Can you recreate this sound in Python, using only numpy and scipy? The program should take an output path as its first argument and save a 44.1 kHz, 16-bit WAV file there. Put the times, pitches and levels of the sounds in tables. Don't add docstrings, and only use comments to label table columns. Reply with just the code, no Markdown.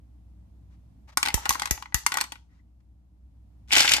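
import sys
import numpy as np
from scipy import signal
from scipy.fft import rfft, irfft
from scipy.io import wavfile

SR = 44100
rng = np.random.default_rng(int(sys.argv[2]) if len(sys.argv) > 2 else 0)


def store_wav(level_fs):
    pcm = np.round(np.clip(np.atleast_2d(level_fs), -1, 1) * 32767)
    wavfile.write(sys.argv[1], SR, pcm.T.astype(np.int16))


N = 176400

# t/s, body level/dB, middle level/dB, treble level/dB, jolt level/dB,
# jolt left minus right level/dB
SNAPS = [(1.3418, -33, -30, -16, -15, -27.5), (1.4922, -34, -24.5, -15.5, -27.5, -20),
         (1.7093, -34, -27.5, -16, -18.5, 22.5), (1.944, -30.5, -26, -17.5, -18.5, 16)]
# f/Hz, level/dB, t60/s
HOUSING_MODES = [(835, -1.5, 0.046), (920, -9.5, 0.064), (1095, -4.5, 0.02), (1480, -2.5, 0.03),
                 (1938, -2.5, 0.11), (2130, -12, .06), (3430, -4, 0.051), (4254, -4, 0.05), (5460, -6, .04),
                 (6200, -11, .03), (6650, -13.5, .025)]
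LIKENESS = 0.3


def amp(db):
    return 10 ** (np.asarray(db) / 20)


def unit(x):
    return x / np.sqrt((x ** 2).sum(-1, keepdims=True) + 1e-20)


def read(points, hz):
    f, value = np.transpose(points)
    return np.interp(np.log(hz + 1), np.log(f + 1), value)


def add(mix, s, sound):
    part = mix[:, max(round(s * SR), 0):][:, :sound.shape[1]]
    part += sound[:, :part.shape[1]]


def noise(count, likeness):
    a, b = rng.standard_normal((2, count))
    c = np.clip(likeness, -1, 1)
    return np.array([a, c * a + np.sqrt(1 - c * c) * b])


def colour(x, *tables, size=2048):
    hz = abs(np.fft.fftfreq(size, 1 / SR))
    log_gain = np.log(amp(sum(read(table, hz) for table in tables)))
    response = np.exp(np.conj(signal.hilbert(log_gain)))
    taps = np.fft.ifft(response).real[None, :size // 2]
    return signal.fftconvolve(x, taps, axes=1)[:, :x.shape[1]]


def blow(levels, tone, modes, tick_db, crack_t60, shiver_db, shiver_t60, modes_db, size=6000):
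    # f/Hz, spread of level/dB
    spot_ripple = [(900, 3), (2500, 2.5), (6000, 2), (14000, 1.5)]
    attack_s, mode_spread_db = 0.0004, 1.5
    body_hz, middle_hz, treble_hz = 1350, 2960, 6536
    t = np.arange(size) / SR

    crack_fade = unit(amp(-60 * t / crack_t60))
    shiver_fade = amp(shiver_db) * unit(amp(-60 * t / shiver_t60))
    fade = np.hypot(crack_fade, shiver_fade)
    crack = unit(noise(size, LIKENESS) * fade * (1 - np.exp(-t / attack_s)))
    tick = amp(tick_db) * signal.unit_impulse(size, round(2 * attack_s * SR))
    crack = unit(crack + tick)

    hz, db, t60 = np.transpose(modes)
    decay = unit(amp(-60 * t / np.minimum(t60, 0.13)[:, None]))
    rings = np.exp(2j * np.pi * hz[:, None] * t) * decay
    strength = amp(modes_db + db + mode_spread_db * rng.standard_normal(len(hz)))
    phase = 2 * np.pi * rng.random(len(hz)) + 0.5 * rng.standard_normal((2, len(hz)))
    ring = ((strength * np.exp(1j * phase)) @ rings).real

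    spot_hz = np.geomspace(900, 15000, 60)
    spot_db = read(spot_ripple, spot_hz) * rng.standard_normal(len(spot_hz))
    spot = np.transpose([spot_hz, spot_db])
    tilt = list(zip((body_hz, middle_hz, treble_hz), levels))
    return colour(crack + ring, tone, spot, tilt)


def crank():
    # f/Hz, level/dB
    snap_tone = [(100, 27), (300, 35), (680, 31.5), (900, 43), (1100, 32), (1300, 40), (1500, 34),
                 (1700, 34.5), (1960, 44), (2400, 36), (4200, 30.5), (5000, 27), (6500, 32.5), (8500, 24),
                 (11000, 23), (14000, 26)]
    out = np.zeros((2, N))
    for s, *levels, _, _ in SNAPS:
        snap = blow(levels, snap_tone, HOUSING_MODES,
                    tick_db=-7, crack_t60=0.02, shiver_db=0, shiver_t60=0.026, modes_db=-20)
        add(out, s, snap)
    return out


def jolts():
    start_hz, end_hz, sag_s, decay_s = 201.6, 50.15, 0.0041, 0.023
    shove_db, shove_delay_s, shove_width_s = -7, 0.0021, 0.000519
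    out, t = np.zeros((2, N)), np.arange(SR // 8) / SR
    hz = end_hz + (start_hz - end_hz) * np.exp(-t / sag_s)
    swell = 1 - np.exp(-(t / shove_delay_s) ** 4)
    decay = np.exp(-(t / decay_s) ** 2)
    thump = -np.sin(2 * np.pi * np.cumsum(hz) / SR) * swell * decay
    shove = -amp(shove_db) * np.exp(-((t - shove_delay_s) / shove_width_s) ** 2)
    for s, *_, db, side_db in SNAPS:
        sides = unit(amp([side_db, 0]))[:, None]
        add(out, s, amp(db) * sides * (thump + shove))
    return out


def chute():
    # t/s, body level/dB, middle level/dB, treble level/dB, hollow note f/Hz, wall ring f/Hz
    knock_table = [(1.1724, -16, -27.5, -17, 810, 1456), (1.2288, -21.5, -22, -23.5, 850, 2150),
                   (1.2535, -35, -31.5, -34, 950, 2050), (1.2597, -27.5, -22.5, -30.5, 930, 1970),
                   (1.2723, -26, -29, -37.5, 920, 1920), (1.2843, -26, -24.5, -30, 860, 2060),
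                   (1.3031, -38.5, -35.5, -48, 850, 2030), (1.3764, -36, -58.5, -45.5, 860, 2020),
                   (1.455, -24, -31.5, -32, 830, 2930), (1.4606, -30, -36.5, -40, 950, 1960),
                   (1.5062, -23.5, -30, -25.5, 1020, 2560), (1.5256, -42, -37.5, -32, 940, 2780),
                   (1.5339, -44, -38, -36.5, 950, 2660), (1.5459, -39, -36.5, -37.5, 950, 1880),
                   (1.5537, -30, -41.5, -41, 900, 1870), (1.5963, -31.5, -29.5, -32.5, 1110, 3210),
                   (1.6194, -30, -28.5, -30, 1110, 3240), (1.6322, -39, -35.5, -47.5, 1100, 1840),
                   (1.6563, -30, -31, -30.5, 1100, 2090), (1.6735, -34.5, -35.5, -43, 1120, 2040),
                   (1.7762, -40, -44, -54, 860, 1940), (1.8238, -43.5, -37, -45.5, 1090, 2820),
                   (1.857, -41.5, -47, -61.5, 960, 2020), (1.9232, -47, -53.5, -71, 860, 1970),
                   (2.0638, -16.5, -23, -17.5, 1020, 3430), (2.1198, -25.5, -25.5, -32, 1510, 2020),
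                   (2.1409, -31, -30, -29, 890, 1934), (2.1528, -35, -38, -55.5, 1390, 1990),
                   (2.1709, -24.5, -29.5, -25.5, 1380, 1906), (2.1845, -30.5, -30.5, -39, 1400, 1960),
                   (2.2049, -33, -33.5, -35.5, 1110, 4600), (2.211, -22, -24.5, -23, 1070, 4480),
                   (2.2396, -38.5, -37.5, -40, 1360, 1987), (2.3204, -37.5, -36, -38.5, 980, 4445),
                   (2.3555, -46, -47.5, -61, 1480, 1970)]
    # f/Hz, level/dB
    knock_tone = [(100, 15), (300, 28.4), (400, 17), (700, 24), (810, 34.5), (1100, 35.8), (1260, 31),
                  (1500, 34.5), (1740, 32), (2100, 36.4), (3000, 31.44), (5000, 32.2), (8000, 30.3),
                  (11000, 24), (14000, 19)]
    hollow_db, hollow_width = 3.5, 0.4
    wall_db, wall_t60 = -1.5, 0.062
    out = np.zeros((2, N))
    hz = np.geomspace(100, 15000, 120)
    for s, *levels, note_hz, ring_hz in knock_table:
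        hollow = hollow_db * np.exp(-(2 * np.log(hz / note_hz) / hollow_width) ** 2)
        tone = np.transpose([hz, read(knock_tone, hz) + hollow])
        modes = [*HOUSING_MODES, (ring_hz, wall_db, wall_t60)]
        knock = blow(levels, tone, modes,
                     tick_db=-8, crack_t60=0.024, shiver_db=-11, shiver_t60=0.08, modes_db=-16)
        add(out, s, knock)
    return out


def dome():
    # t/s, body level/dB, middle level/dB, treble level/dB
    strikes = [(3.707, -37.5, -32, -72), (3.7168, -39, -25, -37), (3.7215, -35.5, -21, -27),
               (3.7264, -29.5, -16, -28), (3.732, -27, -19, -19.5), (3.7429, -32.5, -22, -34),
               (3.7529, -29, -19, -23.5), (3.764, -23, -18, -22.5), (3.768, -28.5, -19, -23),
               (3.7708, -20, -30, -19.5), (3.7809, -46, -14, -26), (3.7836, -30, -23, -22),
               (3.794, -31.5, -17, -23), (3.802, -28, -23, -25.5), (3.8056, -24, -19.5, -16.5),
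               (3.8179, -33.5, -19.5, -24.5), (3.8301, -36, -32, -31), (3.846, -19.5, -29, -34),
               (3.8532, -28, -25, -27.5), (3.8682, -33.5, -28, -33), (3.8772, -28.5, -15, -30),
               (3.8892, -31.5, -28, -27), (3.893, -35, -19.5, -26.5), (3.9122, -24, -34, -27),
               (3.9178, -27, -16.5, -17.5), (3.9361, -28, -17.5, -16.5), (3.9655, -27, -26, -26.5),
               (3.9822, -29.5, -36, -37)]
    # t/s, level/dB
    tumble = [(3.675, -71), (3.69, -56), (3.706, -52.5), (3.73, -34), (3.78, -28.5), (3.82, -29.5),
              (3.86, -33), (3.9, -36), (3.945, -30), (3.975, -43.5), (4.0, -55)]
    # f/Hz, level/dB
    strike_tone = [(100, 21.3), (280, 28.7), (400, 23.6), (680, 27.2), (850, 29.4), (1200, 30.7),
                   (1550, 37.9), (1750, 33), (2200, 37.5), (3000, 33), (4500, 32.5), (7000, 31.7),
                   (8500, 27.3), (9500, 21), (10200, 22.2), (12500, 21), (14500, 7.7)]
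    # f/Hz, level/dB, t60/s before the cap in blow()
    dome_modes = [(841, 4, 0.046), (1497, -8, 0.054), (1967, -1.5, 0.12), (2140, -3, 0.23),
                  (2331, -6.5, 0.095), (2450, -11, 0.077), (2490, -4, 0.2), (2650, -3.5, 0.14),
                  (2973, 2, 0.072), (3050, -4, 0.051), (3080, -12, 0.039), (3475, -1, 0.068),
                  (4330, -5.5, 0.096), (4580, 1.5, 0.066), (5206, 3, 0.027), (5630, -3, 0.049)]
    shape = dict(tick_db=-8, crack_t60=0.026, shiver_db=-6, shiver_t60=0.075, modes_db=-17)
    collisions_per_s, spread_db, body_db, treble_db = 220, 2, -2, -1.5
    out = np.zeros((2, N))
    for s, *levels in strikes:
        add(out, s, blow(levels, strike_tone, dome_modes, **shape))

    times, db = np.transpose(tumble)
    for slot in np.arange(times[0], times[-1], 1 / collisions_per_s):
        s = slot + rng.random() / collisions_per_s
        level = np.interp(s, times, db) + spread_db * rng.standard_normal()
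        levels = (level + body_db, level, level + treble_db)
        add(out, s, blow(levels, strike_tone, dome_modes, **shape))
    return out


def rubs():
    # t/s, length/s, level/dB
    rub_table = [(0.694, 0.075, -71.5), (1.073, 0.044, -55), (1.115, 0.031, -59.5), (1.179, 0.63, -46.5),
                 (2.099, 0.17, -44.5), (2.476, 0.15, -74), (2.801, 0.013, -73.5)]
    # f/Hz, level/dB
    rub_tone = [(300, -9.5), (900, 10.5), (1600, 4.5), (2100, 6), (2700, 1), (6500, -4), (10000, -17),
                (14000, -18)]
    t = np.arange(N) / SR
    level = sum(amp(db) * np.sin(np.pi * np.clip((t - s) / length, 0, 1))
                for s, length, db in rub_table)
    grains = rng.exponential(1, N)
    return colour(noise(N, LIKENESS) * grains * level, rub_tone)


def squeaks():
    # t/s, length/s, level/dB
    squeak_table = [(2.489, 0.052, -76), (2.587, .027, -72)]
    squeak_hz, width_hz = 1970, 220
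    hz, t = np.fft.rfftfreq(N, 1 / SR), np.arange(N) / SR
    band = np.exp(-(2 * (hz - squeak_hz) / width_hz) ** 2)
    voice = unit(irfft(rfft(noise(N, LIKENESS)) * band, N)) * np.sqrt(N)
    level = 0
    for s, length, db in squeak_table:
        arch = np.sin(np.pi * np.clip((t - s) / length, 0, 1))
        level = level + amp(db) * np.sqrt(abs(arch))
    return voice * level


def room(x):
    # f/Hz, t60/s
    reverb_t60 = [(200, 0.19), (800, .34), (2000, 0.21), (6000, 0.315), (14000, 0.15)]
    # f/Hz, level/dB
    reverb_tone = [(100, -18), (400, -16), (1000, -17), (3000, -14.5), (7000, -19.5), (14000, -12)]
    onset_s, density = 0.0051, 0.12
    count = SR // 2
    taps = rng.standard_normal((2, count)) * (rng.random((2, count)) < density)
    hz, t, bands = signal.stft(taps, SR, nperseg=256)
    decay = amp(-60 * t / read(reverb_t60, hz)[:, None])
    tail = signal.istft(bands * decay, SR)[1][:, :count]
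    onset = np.minimum(np.arange(count) / SR / onset_s, 1) ** 2
    tail = unit(tail * onset)
    return signal.fftconvolve(x, colour(tail, reverb_tone), axes=1)[:, :N]


def background():
    # f/Hz, level/dB per Hz
    air_spectrum = [(12, -66.5), (20, -35.5), (32, -27.5), (35, -10), (42, -13.5), (64, -3.5), (87, -6.5),
                    (111, -4.5), (128, -21), (160, -11.5), (310, -23.5), (398, -37.5), (753, -36),
                    (1510, -50), (15000, -60.5)]
    # f/Hz, side minus mid level/dB
    air_side = [(60, -23), (150, -13.5), (380, -6), (950, 1), (2380, 0.5), (5980, 0.5), (15000, 2.5)]
    # f/Hz, level/dB (rms)
    hum_partials = [(61.2, -53), (305, -74)]
    # t/s, relative level/dB
    course = [(0, 0.5), (1.06, 2), (1.1, -3), (1.171, -1), (1.4, 1.5), (2.5, -3), (3.1, -4), (3.6, 1)]
    air_db, hum_lag_s, hum_waver, hum_likeness = -56.5, 0.0008, 0.2, 0.6
    hz, t = np.fft.rfftfreq(N, 1 / SR), np.arange(N) / SR
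    mid, side = rfft(rng.standard_normal((2, N))) * amp(read(air_spectrum, hz))
    side = side * amp(read(air_side, hz))
    air = unit(irfft(np.array([mid + side, mid - side]), N)) * np.sqrt(N)

    slow = np.exp(-hz / 3)
    waver = unit(irfft(rfft(noise(N, hum_likeness)) * slow, N)) * np.sqrt(N)
    ear_t = t - np.array([[0], [hum_lag_s]])
    hum = sum(amp(db) * np.sqrt(2) * np.sin(2 * np.pi * (f * ear_t + rng.random()))
              for f, db in hum_partials)
    level = amp(np.interp(t, *np.transpose(course)))
    return (amp(air_db) * air + hum * (1 + hum_waver * waver)) * level


def scene():
    # f/Hz, left minus right level/dB
    balance = [(300, -3), (800, 3.5), (1500, 5.5), (3000, 1), (6500, 2), (9000, 0.5), (13000, -1.5)]
    # f/Hz, phase/rad
    right_lag = [(200, 0.1), (500, 1.1), (1000, 1.4), (2000, 1.9), (4000, 1.6), (8000, 1.6), (14000, 1.3)]
    snap_wet_db = 6.5
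    snaps, knocks, tumble = crank(), chute() + rubs() + squeaks(), dome()
    direct = snaps + knocks + tumble
    reflected = amp(snap_wet_db) * room(snaps) + room(knocks) + room(tumble)
    hz = np.fft.rfftfreq(N + SR, 1 / SR)
    lean_db = read(balance, hz) / 2
    ears = np.array([amp(lean_db), amp(-lean_db) * np.exp(-1j * read(right_lag, hz))])
    toy = irfft(rfft(direct + reflected, N + SR) * ears)[:, :N]
    return toy + jolts() + background()


def record(dry):
    ceiling, edge_hz = 0.95, 14650
    rounded = dry / (1 + (dry / ceiling) ** 8) ** (1 / 8)
    low_pass = signal.firwin(255, edge_hz, window=("kaiser", 8), fs=SR)
    return signal.oaconvolve(rounded, low_pass[None], "same")


dry = scene()
out = record(dry)
store_wav(out)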